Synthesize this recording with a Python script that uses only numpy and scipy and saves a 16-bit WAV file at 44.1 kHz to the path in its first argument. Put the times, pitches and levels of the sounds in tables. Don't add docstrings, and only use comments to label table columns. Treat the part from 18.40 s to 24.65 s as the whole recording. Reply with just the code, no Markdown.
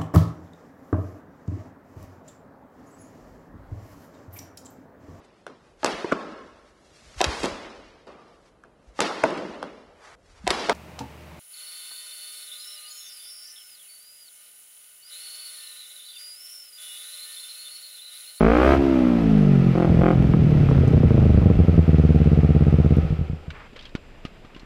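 import sys
import numpy as np
from scipy import signal
from scipy.fft import rfft, irfft
from scipy.io import wavfile
from scipy.ndimage import uniform_filter1d

SR = 44100
rng = np.random.default_rng(int(sys.argv[2]) if len(sys.argv) > 2 else 0)


def persist_wave(psi):
    counts = np.round(np.clip(psi, -1, 1) * 32767).astype(np.int16)
    wavfile.write(sys.argv[1], SR, np.atleast_2d(counts).T)


def linear_from_db(decibels):
    return 10 ** (np.asarray(decibels, float) / 20)


N = 275624
T = np.arange(N) / SR
HZ = np.fft.rfftfreq(2 * N, 1 / SR)[1:]

# time_s, cycles_per_s
SPEED = [(0.0, 51.7), (0.14, 59.35), (0.29, 68.48), (0.43, 68.83), (0.8, 57.0), (1.1, 47.71), (1.24, 44.64),
         (1.49, 42.0), (1.78, 43.93), (2.2, 35.34), (2.6, 29.61), (2.9, 25.3), (3.2, 21.92), (3.5, 19.27),
         (3.9, 17.3), (4.3, 16.91), (4.6, 16.01)]
# open_s, shut_s, stroke_peak_on_opening_db, stroke_peak_on_shutting_db
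THROTTLE = [
    (-.1, 0.332, -7, -2.5),
    (1.345, 1.448, -19.5, -11.5),
    (1.616, 1.71, -9, -6.5),
]
OPEN_S, SHUT_S = 0.012, 0.06
# time_s, crack_db, treble_db
CATCHES = [(1.84, -24, -13.5), (1.937, -17.5, -4.5), (2.115, -17, -27), (2.288, -26.5, 0.5),
           (2.312, -12.5, -13), (2.378, -17, -13), (2.433, -11, -40), (2.473, -21, -24),
           (2.532, -11.5, -32), (2.572, -34, -12), (2.632, -10, -22), (2.705, -11.5, -19.5),
           (2.747, -28, -8), (2.777, -10, -24), (2.822, -25, -12), (2.851, -18, -22), (2.901, -24, -17),
           (2.973, -22, -12), (3.025, -17, -17), (3.057, -22.5, -21.5), (3.099, -12, -24),
           (3.191, -29, -20), (3.282, -21.5, -19), (3.34, -24, -18.5), (3.376, -19, -24)]
# mode_hz,
# width_hz, level_db
CAN_LOW = [(303, 28.7, 1.5), (461, 56, 3), (657, 75, -9.5), (749, 44, -15.5)]
STOP_S = 5.07


def engine():
    # rise_ms, smoothness, tailpipe_hz, tailpipe_q, pipe_echo_ms, pipe_echo_gain, echo_top_hz,
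    # can_echo_ms, can_echo_gain
    kinds = [
        (0.26, 4.63, 50, 12, 13, 0.5, 700, 2.5, 0.2),
        (1.88, 3.19, 233, 1.17, 11.72, 0.32, 790, 2.98, 0.15),
        (1.38, 4.66, 179, 1.1, 13.31, 0.4, 267, 7.44, 0.11),
        (2.86, 4.53, 204, 0.71, 11.13, 0.61, 167, 1.81, -1.21),
        (5.5, 3.68, 145, 1.2, 10.76, 0.95, 120, 6.5, 0.16),
    ]
    s, period, sizes, lumpy, chance, lean = strokes()
    voices = [exhaust(*kind) for kind in kinds]
    pipe = sum(through(train(s, size), voice) for size, voice in zip(sizes, voices))
    pipe += can_ring(s, period, sizes, lumpy, chance) + heave(s, lumpy, chance)
    unfired = late_burns(s, period, lumpy, chance, lean) + run_down()
    pipe += through(unfired, voices[4] + 0.077 * silencer(CAN_LOW))
    return pipe + gas_rasp(s, sizes[0]) + valve_gear(s, period)


def strokes():
    # time_s, share_of_cycle
    twin_gap = [(0, .252), (.27, .216), (.33, .21), (1, .231), (1.4, .245), (1.75, .245), (3.4, .236)]
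    second_db = [0.35, 0.21, 0.3, 1.3]
    start = crank()
    cycle = np.diff(start)
    gap = np.interp(start[:-1], *np.transpose(twin_gap)) * cycle
    s = np.r_[start[:-1], start[:-1] + gap]
    period = np.tile(cycle, 2)
    levels, lumpy = mixture(s, 1 / period)
    chance = rng.standard_normal((len(s), 5)).T
    catch_s = np.transpose(CATCHES)[0]
    to_catch_s = np.abs(start[:-1, None] - catch_s).min(axis=1)
    caught = np.tile(to_catch_s, 2) < 0.22 * period
    lean = (s > catch_s[0]) & (s < 3.46)
    s = s + 0.07 * lumpy ** 2 * period * chance[4] * ~caught
    sizes = []
    for level, luck, db in zip(levels, chance, second_db):
        size = level * linear_from_db(3.63 * lumpy * luck * (1.5 - 0.5 * caught))
        sizes.append(size * linear_from_db(np.repeat([0, db], len(gap))))
    sizes[3] = sizes[3] * linear_from_db(lean * np.where(caught, 2.5, -4.0))
    return s, period, sizes, lumpy, chance, lean


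def crank():
    turn_at_start, cycles = 0.57, 168
    t = np.arange(-SR, N) / SR
    turns = np.cumsum(np.interp(t, *np.transpose(SPEED))) / SR
    return np.interp(np.arange(cycles), turns - turns[SR - 1] + turn_at_start, t)


def mixture(s, hz):
    # from_s, to_s, peak_db
    afterburn = [
        (1.203, 1.24, -11),
        (1.476, 1.621, -10),
    ]
    # time_s, loss_db
    misfires = [
        (3.15, -6.5),
        (3.24, -4),
        (3.33, -8.5),
        (3.43, -11),
    ]
    hot_db, cool_db, idle_db, blip_hot_db = -11, -7.5, -4.5, -11.5
    lean_cool_db, lean_hot_db, lean_burn_db = -4, -21.5, -37.5
    steady, open_lumpy, lean_lumpy = 0.07, 0.13, 0.65
    gates = [gate(s, a, b, OPEN_S, SHUT_S) ** 2 for a, b, *_ in THROTTLE]
    wide = 0
    for g, (a, b, db, end_db) in zip(gates, THROTTLE):
        wide = wide + g * linear_from_db(np.interp(s, [a, b], [db, end_db]))
    burns = [gate(s, a, b, 0.0065, 0.015) for a, b, _ in afterburn]
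    shut = 1 - sum(gates)
    lean = gate(s, 1.5, 3.1, 0.33, 0.36)
    gulp = sum(gate(s, a - 0.015, a, 0.031, OPEN_S) for a, *_ in THROTTLE)
    miss_db = sum(db * (np.abs(s - 0.1 / hz - at) < 0.3 / hz) for at, db in misfires)
    hot = above(hz, 55.86, 0.49)
    idle = 1 - above(hz, 27.96, 5.1)
    hot_shut = linear_from_db(hot_db + 1.8 * (1 - hot)) * np.sqrt(hot) + linear_from_db(lean_hot_db) * lean + linear_from_db(-21.5) * burns[1]
    hot_peak = shut * hot_shut + (1 - shut) * (1 - hot) * linear_from_db(blip_hot_db)
    cool_share = (1 - sum(burns)) * (1 - 0.6 * gulp) * np.sqrt(1 - hot) * (1 - idle)
    cool_peak = shut * cool_share * linear_from_db(cool_db + lean_cool_db * lean)
    burn_peak = idle * linear_from_db(idle_db + miss_db) + shut * lean * linear_from_db(lean_burn_db)
    burn_peak = burn_peak + sum(g * linear_from_db(row[2]) for g, row in zip(burns, afterburn))
    lumpy = shut * (steady + (lean_lumpy - steady) * lean) + (1 - shut) * open_lumpy
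    return [wide, hot_peak, cool_peak, burn_peak], lumpy


def exhaust(rise, smooth, tail_hz, q, pipe, back, top_hz, can, bounce):
    s, w = 2j * np.pi * HZ, 2 * np.pi * tail_hz
    flow = -s / (1 + s * rise / 1000) ** smooth
    mouth = s * s / (s * s + s * w / q + w * w)
    can_echo = 1 + bounce * np.exp(-s * can / 1000)
    pipe_return = back * np.exp(-s * pipe / 1000) / (1 + 1j * HZ / top_hz) ** 2
    stroke = flow * mouth * can_echo / (1 - pipe_return)
    return stroke / np.abs(irfft(np.r_[0, stroke])).max()


def can_ring(s, period, sizes, lumpy, chance):
    # mode_hz, width_hz, level_db
    can_high = [(670, 140, 0.5), (1270, 1180, 3.5), (1980, 1200, 2.5), (2980, 600, -8.5)]
    # mode_hz, width_hz, level_db
    can_hot = [(432, 43, 2.5), (560, 120, -7.5), (703, 22, -1.5)]
    # mode_hz, width_hz, level_db
    can_open = [(336, 12, -1), (496, 26, -13), (810, 36, 4)]
    wide, hot, cool, burn = sizes
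    catch_s, crack_db, treble_db = np.transpose(CATCHES)
    fronts = train(s + 0.000944, 0.051 * hot + 0.1 * cool) + train(s + 0.00075, 0.19 * burn)
    out = through(fronts + train(catch_s, linear_from_db(crack_db - 2.0)), silencer(CAN_LOW))
    hot_fronts = (0.11 * hot + 0.055 * cool) * (wide < 0.01) * (lumpy < 0.2)
    out += through(train(s + 0.001, hot_fronts), silencer(can_hot))
    out += through(train(s + 0.0006, 0.12 * wide * (period > 0.019)), silencer(can_open))
    shocks = 0.37 * wide * linear_from_db(1.5 * chance[4]) * (lumpy < 0.4)
    out += through(train(s + 0.00058, shocks), silencer(can_high))
    cracks = train(catch_s, linear_from_db(crack_db + treble_db + 5.5))
    return out + through(cracks, silencer([(1090, 240, 5), (2270, 420, -10.0)]))


def silencer(modes):
    bell = sum(-(-1) ** k * linear_from_db(db) * ring(hz, width) for k, (hz, width, db) in enumerate(modes))
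    bell = bell / (1 + 1j * HZ / 3000) ** 3
    return bell / np.abs(irfft(np.r_[0, bell])).max()


def heave(s, lumpy, chance):
    push = 0.15 * lumpy ** 2 * chance[0] + 0.04 * gate(s, 0.34, 0.39, 0.02, 0.011)
    return through(train(s, push), silencer([(54, 8.9, 0), (75.6, 18, 0)]))


def late_burns(s, period, lumpy, chance, lean):
    size = lean * lumpy * (1 - above(1 / period, 33, 5.9)) * linear_from_db(-11.5 + 7.9 * chance[1])
    return train(s + period * (0.45 + 0.08 * chance[0]), size)


def run_down():
    # time_s, peak_db, gap_to_second_cylinder_s, second_peak_db
    stall = [
        (4.631, -13, .018, -11),
        (4.705, -10.5, 0.02, -8.5),
        (4.79, -13.5, 0.022, -11),
        (4.898, -15, .034, -16),
        (5.08, -22.5, 0.047, -38),
    ]
    cut_s, cut_db, gap, next_db = np.transpose(stall)
    return train(np.r_[cut_s, cut_s + gap], linear_from_db(np.r_[cut_db, next_db]))


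def gas_rasp(s, wide):
    # tone_hz, density_db
    rasp_tone = [(700, -28.5), (1200, -5.5), (1800, 0.5), (2600, -7.5), (3900, -19.5), (6000, -23),
                 (15000, -40.5)]
    puff = fade(train(s, wide), ms=11.0)
    return linear_from_db(-33.5 - 14.5) * puff * noise(rasp_tone)


def valve_gear(s, period):
    # tone_hz, density_db
    gear_tone = [(290, 0), (500, -1), (655, -4.5), (788, -3.5), (896, -14.5), (1160, -12.5), (1300, -7),
                 (1540, -15), (2460, -14.5), (3990, -26), (5090, -30), (6860, -40), (15000, -48.5)]
    # mode_hz, width_hz, level_db (the level is unused)
    case = [(1274, 22, 0), (1960, 31, -7), (2640, 54, -7), (5000, 120, -18), (6060, 710, -26),
            (7480, 40, -31)]
    knock_size = linear_from_db(1.7 * rng.standard_normal(2 * len(s)))
    knocks = fade(train(np.r_[s, s + 0.5 * period], knock_size), ms=4.5)
    gear = noise(gear_tone) * (1 + 0.5 * knocks)
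    case_ring = sum(ring(hz, 0.5 * width) for hz, width, _ in case)
    gear = unit(gear + 0.36 * through(gear, case_ring))
    return linear_from_db(rattle() + 8.5 + 0.5 * walk(4.8)) * gear


def rattle():
    idle_db, db_per_octave, load_db = -43, 1, 8.5
    cut_s, rundown_db_per_s = 4.684, -34.5
    hz = np.interp(T, *np.transpose(SPEED))
    load = sum(gate(T, a, b, OPEN_S, SHUT_S) for a, b, *_ in THROTTLE) * above(hz, 61.5, 3.5)
    db = idle_db + db_per_octave * np.log2(hz / hz.min()) + load_db * load
    db = db + rundown_db_per_s * np.maximum(T - cut_s, 0)
    return db - 40 * (1 - gate(T, 0, STOP_S, 1, 0.03))


def rider():
    # time_s, peak_db, ring_hz, thud_db, t60_s
    small_clicks = [
        (2.302, -43.5, 5530, -60, 0.034),
        (2.476, -48, 6000, -52, 0.039),
        (4.565, -50.5, 12320, -53, 0.014),
        (5.362, -34.5, 523, -71, 0.071),
        (2.326, -32, 1290, -51, 0.014),
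        (6.232, -53, 900, 12, .02),
                    (5.1037, -32, 1460, -37, 0.052), (5.1058, -34, 2300, -40, 0.063),
              (5.035, -52, 1500, -20, .04), (5.3318, -51, 1720, 9.5, 0.06), (5.358, -46, 3200, -25, 0.071),
              (5.3918, -36, 3280, -24, 0.065), (5.411, -38, 3770, -25, 0.019),
              (5.4244, -41.5, 3770, -18, 0.092), (5.453, -37, 3320, -21, 0.084),
              (5.4913, -45, 3670, -17, 0.042), (5.5515, -26.5, 1440, 5, 0.058),
              (5.8515, -29.5, 2980, 2.5, 0.032), (5.8505, -32, 1250, -22, 0.088),
              (6.0474, -45, 1180, 2, 0.095), (6.1474, -38, 2840, -10, 0.049),
              (6.1636, -41, 1030, 2.5, 0.099), (6.1953, -43.5, 4060, -10, 0.064)]
    out = np.zeros(N)
    for s, db, hz, thud_db, t60 in small_clicks:
        i = int(s * SR)
        click = metal_click(hz, thud_db, t60)
        out[i:i + len(click)] += (linear_from_db(db) * click)[:N - i]
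    return out + keys() + scuffs()


def metal_click(hz, thud_db, t60):
    t = np.arange(int(0.15 * SR)) / SR
    fall = np.exp(-np.log(1000) * t / t60)
    edges = [0.5 * hz, min(max(1.35 * hz, 3800), 15000)]
    band = signal.butter(3, edges, "band", fs=SR, output="sos")
    tick = signal.sosfilt(band, rng.standard_normal(len(t)))
    ring_hz = hz * np.array([[1], [0.62], [1.27], [1.9]]) * (1 + 0.015 * rng.standard_normal((4, 1)))
    rings = np.array([0.68, 0.076, 0.068, 0.025]) @ np.sin(2 * np.pi * ring_hz * t)
    thud = linear_from_db(thud_db + 12.0) * np.sin(2 * np.pi * 240 * t) * np.exp(-np.log(1000) * t / 0.012)
    return 1.3 * tick * fall + rings * fall ** 1.37 + thud


def keys():
    brush = unit(through(rng.standard_normal(N), ring(3000, 840) ** 2))
    return linear_from_db(-54 + 3.5 * walk(70)) * brush * gate(T, 5.37, 5.47, 0.013, 0.04)


def scuffs():
    # from_s, to_s, level_db
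    moves = [
        (5.139, 5.26, -51.5),
        (5.38, 5.48, -67),
        (6.203, 6.3, -64.5),
    ]
    # tone_hz, density_db
    scuff_tone = [(180, -50), (300, -14), (647, -9), (812, -6.5), (1400, -5), (1520, -5), (2300, -7.5),
                  (9000, -49), (11700, -80), (19800, -120)]
    edge_s = 0.019
    stir = linear_from_db(-58) * gate(T, STOP_S, T[-1], edge_s, 1)
    stir += sum(linear_from_db(db) * gate(T, a, b, edge_s, edge_s) for a, b, db in moves)
    return stir * linear_from_db(2.0 * walk(51)) * noise(scuff_tone)


def air():
    # tone_hz, density_db
    air_tone = [(12, -17), (20, 0.5), (109, -17.5), (439, -22), (564, -23), (648, -25.5), (1670, -47.5),
                (2270, -36), (2530, -30.5), (4540, -44), (4940, -39.5), (5370, -47.5), (7290, -52),
                (15400, -62.5)]
    hiss = linear_from_db(-42 - 4.5 + 0.6 * walk(5.5)) * noise(air_tone)
    rumble = unit(through(rng.standard_normal(N), ring(28, 40) ** 2))
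    insects = unit(through(rng.standard_normal(N), ring(7450, 350) ** 2))
    return hiss + linear_from_db(-64 + 3.7 * walk(4.5)) * rumble + linear_from_db(-78.5) * insects


def unit(x):
    return x / np.sqrt(np.mean(x ** 2))


def through(x, response):
    return irfft(np.r_[0, response] * rfft(x, 2 * N))[:N]


def noise(tone):
    hz, db = np.transpose(tone)
    return unit(through(rng.standard_normal(N), linear_from_db(np.interp(np.log(HZ), np.log(hz), db))))


def ring(hz, width):
    return 1 / (1 + 1j * (HZ ** 2 - hz ** 2) / (HZ * width))


def train(s, size):
    keep = (s >= 0) & (s * SR < N - 1)
    at, size = s[keep] * SR, size[keep]
    part = at % 1
    return np.bincount(np.r_[at, at + 1].astype(int), np.r_[size * (1 - part), size * part], N)


def fade(x, ms):
    return signal.lfilter([1], [1, -np.exp(-1000 / (ms * SR))], x)


def walk(rate):
    k = int(SR / rate)
    held = np.repeat(rng.standard_normal(N // k + 1), k)
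    return 1.3 * uniform_filter1d(uniform_filter1d(held, k), k)[:N]


def gate(t, start, end, attack, release):
    return np.clip(1 + (t - start) / attack, 0, 1) * np.clip(1 - (t - end) / release, 0, 1)


def above(hz, edge_hz, spread):
    return 1 / (1 + np.exp((edge_hz - hz) / spread))


def scene():
    bike = engine()
    t = np.arange(int(0.5 * SR)) / SR
    trees = rng.standard_normal(len(t)) * np.exp(-np.log(1000) * t / 0.3) * (t > 0.02)
    wet = signal.fftconvolve(bike, trees / np.sqrt(np.sum(trees ** 2)))[:N]
    return (bike + linear_from_db(-21) * wet + rider() + air())[None]


def band_limit(x):
    return signal.sosfilt(signal.butter(12, 15600, fs=SR, output="sos"), x)


def record(dry):
    rounded = 0.92 * np.tanh(dry / 0.94)
    low_pass = signal.ellip(8, 0.3, 60, 15450, fs=SR, output="sos")
    return band_limit(signal.sosfilt(low_pass, rounded))


dry = scene()
out = record(dry)
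persist_wave(out)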